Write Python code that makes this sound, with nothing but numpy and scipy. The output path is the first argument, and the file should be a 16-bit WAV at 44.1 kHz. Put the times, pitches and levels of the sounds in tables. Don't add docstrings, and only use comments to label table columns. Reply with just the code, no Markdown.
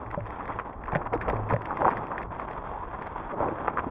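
import sys
import numpy as np
from scipy import signal
from scipy.fft import rfft, irfft
from scipy.io import wavfile
from scipy.ndimage import uniform_filter1d

SR = 44100
rng = np.random.default_rng(int(sys.argv[2]) if len(sys.argv) > 2 else 0)


def to_wav(s):
    ch = np.atleast_2d(s).T
    pcm = np.round(np.clip(ch, -1, 1) * 32767)
    wavfile.write(sys.argv[1], SR, pcm.astype(np.int16))


def boost(x):
    u = np.asarray(x, float) / 20
    return 10 ** u


N = 171990

# (time [s], gravel level [dB], wind level [dB], fine grit level re gravel [dB])
RIDE = [(0, -41, -46.5, -3.5), (.3, -42.5, -49.5, 3.5), (.6, -40.5, -50.5, 4.5), (.8, -43, -49, -9),
        (1.0, -34, -44, -13.5), (1.1, -41, -49, -10.5), (1.3, -33, -38, -10), (1.6, -40, -50, 2),
        (1.9, -34.5, -50.5, -2.5), (2.22, -38.5, -53, 0.5), (2.28, -40.5, -44, -11),
        (2.33, -40.5, -48.5, 3.5), (2.8, -41, -49.5, 4), (3.32, -42.5, -49.5, 9), (3.355, -40, -56, -9.5),
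        (3.39, -33.5, -46, -8), (3.55, -36, -53.5, 0), (3.9, -37, -49, -2)]
# (time [s], length [s], level [dB], pitch [Hz])
HUM_SWELLS = [
    (0.046, 0.06, -42, 107.3),
    (0.187, 0.043, -38.5, 105.3),
    (0.496, 0.058, -44.5, 106.2),
    (1.05, 0.12, -42, 107.5),
    (1.335, 0.21, -33.5, 105.1),
    (1.937, 0.062, -44.5, 107),
    (2.262, 0.031, -51, 105.3),
    (3.463, 0.061, -43.5, 110.2),
]
# (time [s], level [dB], ring [Hz], decay by 60 dB [s])
FRAME_THUMPS = [(.176, -21.5, 584, 0.08), (0.175, -22, 170, 0.059), (0.934, -17.5, 153, 0.022),
                (0.957, -16.5, 150.6, 0.068), (.955, -13.5, 588, 0.043), (1.137, -16, 472, 0.068),
                (1.155, -19, 316, 0.056), (1.281, -22, 474, 0.041), (1.332, -16.5, 420, 0.024),
                (1.527, -17, 123.5, 0.13), (1.526, -21, 172, 0.14), (1.537, -15.5, 600, 0.058),
                (3.405, -16, 580, 0.044), (3.866, -19, 255, 0.039)]
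# (time [s], level [dB], ring [Hz])
MOUNT_KNOCKS = [(.1405, -24, 800), (.1445, -19, 930), (.385, -25, 890), (.4065, -24, 1080),
                (.588, -22, 1050), (.5965, -16, 1190), (.88, -23, 1090), (1.707, -20, 1130),
                (1.771, -20, 1000), (1.8075, -16, 700), (1.819, -11, 900), (1.8465, -13, 1050),
                (1.8527, -12, 970), (1.865, -15, 750), (1.8702, -12, 720), (1.8803, -8, 980),
                (1.8886, -11, 950), (2.018, -22, 850), (2.117, -20, 1120), (2.397, -22, 1100),
                (2.934, -26, 1000), (3.1605, -20, 880), (3.6803, -7, 1000), (3.7725, -15, 1210),
                (3.783, -13, 1060), (3.791, -15, 1020)]
# (time [s], tick level [dB], body level re tick [dB])
CHAIN_SLAPS = [(0.061, -69.5, 30), (0.3041, -55, 25), (0.4544, -60, 27), (0.4772, -59, 30),
               (0.92, -59, 29.5), (0.95, -53, 34.5), (1.133, -48.5, 27), (1.2113, -54, 28.5),
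               (1.2875, -48, 20), (1.4896, -65, 33.5), (1.5244, -61.5, 31.5), (1.6183, -57, 27),
               (1.6554, -56, 29.5), (1.7696, -58.5, 30), (1.878, -63, 19.5), (1.9028, -56, 25),
               (1.9694, -59.5, 34), (2.068, -59, 29.5), (2.1797, -53.5, 30.5), (2.2162, -60, 23.5),
               (2.227, -58.5, 30.5), (2.396, -59, 28.5), (2.5113, -57.5, 26), (3.022, -58, 30.5),
               (3.0684, -57.5, 26.5), (3.68, -65, 26.5), (3.7836, -70.5, 37.5)]
# (time [s], tick level [dB], body level re tick [dB])
MORE_CHAIN_SLAPS = [(0.104, -67, 31), (0.1116, -59.5, 32.4), (0.2049, -76, 36.6), (0.2637, -65.5, 28),
                    (0.2707, -64, 31.3), (0.8368, -70.5, 37), (0.856, -66.5, 31), (0.8725, -68, 32),
                    (1.0541, -71, 32), (1.151, -57, 24), (1.1757, -64.5, 26), (1.22, -58, 30.5),
                    (1.3236, -65, 24), (1.346, -69.5, 26), (1.366, -62.5, 30), (1.4995, -53.5, 28),
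                    (1.508, -64.5, 36), (1.533, -55.5, 26), (1.5629, -65.5, 37.5), (1.6913, -63, 25),
                    (1.8093, -63, 29), (1.8547, -72, 25), (1.916, -59, 27), (2.0358, -70, 22),
                    (2.3256, -78, 34), (2.405, -66, 27), (0.9569, -51.5, 35.4), (1.144, -57, 7.5),
                    (1.2928, -58.5, 17), (1.2978, -50, 26.7), (1.5366, -59, 34.4), (1.8025, -61, 23),
                    (1.9105, -64.5, 40), (1.976, -56, 27), (2.4165, -63, 29), (2.4844, -71.5, 36),
                    (2.5316, -62, 25.5)]
# (frequency [Hz], level per Hz [dB])
TICK_COLOUR = [(3600, 12.5), (4500, 3), (5500, 3.5), (6800, -17.5), (9000, -3), (11000, -13), (12500, -8),
               (15500, -24.5)]
# (time [s], level [dB], decay by 60 dB [s])
STONE_CRACKS = [(0.1425, -35, 0.028), (0.2048, -45, 0.038), (0.2547, -37, 0.022), (0.3464, -49, 0.037),
                (0.3671, -56, 0.022), (0.3889, -38.5, 0.03), (0.406, -39, 0.03), (0.5032, -48, 0.03),
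                (0.5211, -35, 0.035), (0.5324, -37, 0.045), (0.5874, -29, 0.033), (0.5959, -27.5, 0.029),
                (0.7272, -42.5, 0.045), (0.8139, -44.5, 0.03), (0.8349, -44, 0.032), (0.8844, -35.5, 0.021),
                (0.9117, -43, 0.03), (0.9322, -28, 0.021), (0.9874, -45, 0.027), (1.0165, -40, 0.035),
                (1.0304, -42, 0.019), (1.066, -34, 0.037), (1.2254, -39, 0.027), (1.256, -47, 0.034),
                (1.2804, -23.5, 0.033), (1.3602, -39, 0.025), (1.6885, -47, 0.026), (1.7094, -48, 0.03),
                (2.116, -34, 0.022), (2.3126, -66, 0.03), (2.383, -43, 0.022), (2.9461, -40, 0.026),
                (3.4829, -35.5, 0.036), (3.5838, -34, 0.03), (3.6734, -32, 0.025), (3.6974, -38.5, 0.041),
                (3.7712, -33, 0.035), (3.7908, -31, 0.055)]
# (frequency [Hz], level per Hz [dB])
CRACK_COLOUR = [(400, -3.5), (1100, 7.5), (2000, -0.5), (2700, -7.5), (3400, -17), (6000, -27)]
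# (time [s], length [s], level [dB], centre [Hz])
CRUNCH_BURSTS = [(0.102, 0.0045, -38.5, 1010), (0.391, 0.027, -40, 990), (0.485, 0.03, -35, 860),
                 (0.668, 0.014, -48, 980), (0.876, 0.026, -35.5, 920), (0.911, 0.054, -34.5, 730),
                 (1.012, 0.0052, -31, 1035), (1.055, 0.014, -33.5, 810), (1.12, 0.041, -31, 770),
                 (1.204, 0.065, -38.5, 1050), (1.273, 0.038, -32, 637), (1.349, 0.052, -40, 616),
                 (1.499, 0.019, -26, 896), (1.519, 0.018, -25.5, 544), (1.555, 0.011, -32.5, 646),
                 (1.679, .05, -34.5, 834), (1.806, 0.082, -30.5, 560), (1.902, 0.034, -34, 990),
                 (1.937, 0.099, -45.5, 850), (2.102, 0.12, -40, 850), (2.939, 0.014, -35, 890),
                 (3.29, 0.028, -37.5, 1080), (3.321, 0.021, -32, 454), (3.42, 0.025, -28.5, 710),
                 (3.455, 0.036, -31, 456), (3.508, 0.02, -33.5, 333)]
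# (frequency [Hz], level per Hz [dB])
GRAVEL_COLOUR = [(90, -7), (300, -6), (600, -7.5), (1050, -5.5), (1500, -18.5), (2600, -33.5), (3500, -35),
                 (6000, -42)]
# (frequency [Hz], width [Hz], depth [0-1])
HOUSING_NOTCHES = [
    (2960, 350, .7),
    (4010, 500, 1),
    (5980, 700, .95),
    (7990, 900, .97),
]

T = np.arange(int(.3 * SR)) / SR


def unit(x):
    return x / np.sqrt(np.mean(x ** 2))


def curve(table, column):
    rows = np.array(table)
    return np.interp(np.arange(N) / SR, rows[:, 0], rows[:, column])


def colour(x, points, low_db=-30):
    rows = np.array(points)
    log_hz = np.log(np.arange(1, 2050) * SR / 4096)
    level_db = np.interp(log_hz, np.log(rows[:, 0]), rows[:, 1], left=rows[0, 1] + low_db)
    cepstrum = irfft(level_db * np.log(10) / 20)
    cepstrum[1:2048] *= 2
    cepstrum[2049:] = 0
    response = irfft(np.exp(rfft(cepstrum)))[:1024]
    return signal.fftconvolve(x, response)[:len(x)]


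def band(x, hz, width_hz):
    return signal.lfilter(*signal.iirpeak(hz, hz / width_hz, SR), x)


def walk(rate):
    k = int(SR / rate)
    steps = np.repeat(rng.standard_normal(N // k + 1), k)
    return unit(uniform_filter1d(uniform_filter1d(steps, k), k)[:N])


def stones(per_s, spread_db):
    chance, size, sign = rng.random(N), rng.exponential(size=N), np.sign(rng.standard_normal(N))
    hit = np.clip((per_s / SR - chance) * SR / 50, 0, 1)
    return unit(hit * boost(spread_db * np.minimum(size, 3)) * sign)


def add(out, s, x):
    i = int(s * SR)
    out[i:i + len(x)] += x[:N - i]


def fade(t60):
    return np.exp(-np.log(1000) * T / t60)


def soft_rise(rise_s):
    return np.sin(np.pi / 2 * np.clip(T / rise_s, 0, 1)) ** 2


def swell(t, length, rise_s, fall_s):
    return np.clip(t / rise_s, 0, 1) * np.exp(-np.maximum(t - length, 0) / fall_s)


def wind():
    low = signal.butter(2, (18, 79), "band", fs=SR, output="sos")
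    return unit(signal.sosfilt(low, rng.standard_normal(N))) * boost(curve(RIDE, column=2) + 4.5)


def hum():
    out, t = np.zeros(N), np.arange(SR // 2) / SR
    for s, length, db, hz in HUM_SWELLS:
        pitch_hz = hz + 8.6 * np.exp(-t / 0.038)
        tone = np.sqrt(2) * np.sin(2 * np.pi * np.cumsum(pitch_hz) / SR)
        add(out, s, boost(db) * swell(t, length, rise_s=0.011, fall_s=0.055) * tone)
    roughness = 1 + .15 * walk(27)
    return out * roughness


def thumps():
    out = np.zeros(N)
    for s, db, hz, t60 in FRAME_THUMPS:
        add(out, s, boost(db) * np.sin(2 * np.pi * hz * T) * fade(t60) * soft_rise(0.0013))
    return out


def knocks():
    out = np.zeros(N)
    for s, db, hz in MOUNT_KNOCKS:
        tones = np.sin(2 * np.pi * hz * T) + boost(-8.5) * np.sin(np.pi * hz * T)
        ring = tones * fade(.012)
        tick = boost(-15) * np.sin(2 * np.pi * 2100 * T) * fade(0.0027)
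        noise = rng.standard_normal(len(T))
        rustle = boost(-17) * unit(band(band(noise, hz, 450), hz, 450)) * fade(.05)
        add(out, s, boost(db + 4.5) * soft_rise(.0008) * (ring + tick + rustle))
    return out


def chain():
    top, body = np.zeros(N), np.zeros(N)
    tick = fade(.007) * np.clip(T / 0.00089, 0, 1)
    bounces_per_s = 230
    for s, db, body_db in CHAIN_SLAPS + MORE_CHAIN_SLAPS:
        noise = rng.standard_normal(len(T))
        bounce = rng.random(len(T)) < bounces_per_s / SR
        bounces = signal.fftconvolve(bounce, tick)[:len(T)]
        jangle = boost(-10) * fade(.045) * (0.32 + 2 * bounces)
        slap = noise * (tick + jangle)
        add(top, s, boost(db) * slap)
        add(body, s, boost(db + body_db) * slap)
    scale = np.std(colour(rng.standard_normal(N), TICK_COLOUR))
    ticks = boost(1) * colour(top, TICK_COLOUR) / scale
    main_ring = boost(17.0) * band(band(body, 1668, 830), 1668, 830)
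    upper_ring = boost(-18.5) * band(body, 3370, 740)
    lower_ring = boost(6) * band(body, 1050, 400)
    return ticks, main_ring + upper_ring + lower_ring


def scrape():
    start_s, length_s, from_hz, to_hz = 2.71, .15, 740, 1080
    share = np.clip((np.arange(N) / SR - start_s) / length_s, 0, 1)
    hz = from_hz + (to_hz - from_hz) * share
    shape = np.sqrt(2 * np.abs(np.sin(np.pi * share)))
    return boost(-36) * shape * walk(340) * np.sin(2 * np.pi * np.cumsum(hz) / SR)


def cracks():
    out = np.zeros(N)
    rise = np.clip(T / .0015, 0, 1)
    for s, db, t60 in STONE_CRACKS:
        add(out, s, boost(db) * rng.standard_normal(len(T)) * fade(max(t60, .005)) * rise)
    scale = np.std(colour(rng.standard_normal(N), CRACK_COLOUR))
    return boost(2.5) * colour(out, CRACK_COLOUR) / scale


def bumps():
    out, hits = np.zeros(N), stones(per_s=1100, spread_db=2.2)
    wide = unit(colour(hits, GRAVEL_COLOUR))
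    fade_s, q = .007, 1.5
    for s, length, db, hz in CRUNCH_BURSTS:
        i = int(s * SR)
        count = min(int((length + 6 * fade_s) * SR), N - i)
        t = np.arange(count) / SR
        ring = band(band(hits[i:i + count], hz, hz / q), hz, hz / q)
        crunch = unit(ring) + boost(-3) * wide[i:i + count]
        dull = signal.lfilter(*signal.butter(2, 1.9 * hz, fs=SR), crunch)
        add(out, s, boost(db) * swell(t, length, fade_s, fade_s) * dull)
    return out


def gravel():
    clicks = stones(per_s=800, spread_db=3.2) + 0.99 * rng.standard_normal(N)
    bed = unit(colour(clicks, GRAVEL_COLOUR, low_db=-17))
    split_hz = 1500
    low = signal.sosfilt(signal.butter(2, split_hz, fs=SR, output="sos"), bed)
    high = signal.sosfilt(signal.butter(2, split_hz, "high", fs=SR, output="sos"), bed)
    grit = high * boost(curve(RIDE, column=3) + 1.8 * walk(35))
    patches_db = 1.0 * walk(24.66) + 1.7 * walk(110)
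    return (low - grit) * boost(curve(RIDE, column=1) + patches_db)


def muffle(x):
    x = signal.sosfilt(signal.cheby2(6, 21, 3850, fs=SR, output="sos"), x)
    return signal.sosfilt(signal.butter(3, 4800, fs=SR, output="sos"), x)


def scene():
    ride = gravel() + bumps() + hum() + wind() + thumps() + knocks()
    ticks, slaps = chain()
    return (muffle(ride + slaps + cracks() + scrape()) + ticks)[None]


def band_limit(x):
    return signal.sosfilt(signal.butter(12, 15600, fs=SR, output="sos"), x)


def record(dry):
    x = dry
    for hz, width_hz, depth in HOUSING_NOTCHES:
        x = x - depth * band(x, hz, width_hz)
    end_fade = np.clip(np.arange(N)[::-1] / (.003 * SR), 0, 1)
    hiss = boost(-94.5) * rng.standard_normal(x.shape)
    return band_limit(x * end_fade + hiss)


dry = scene()
out = record(dry)
to_wav(out)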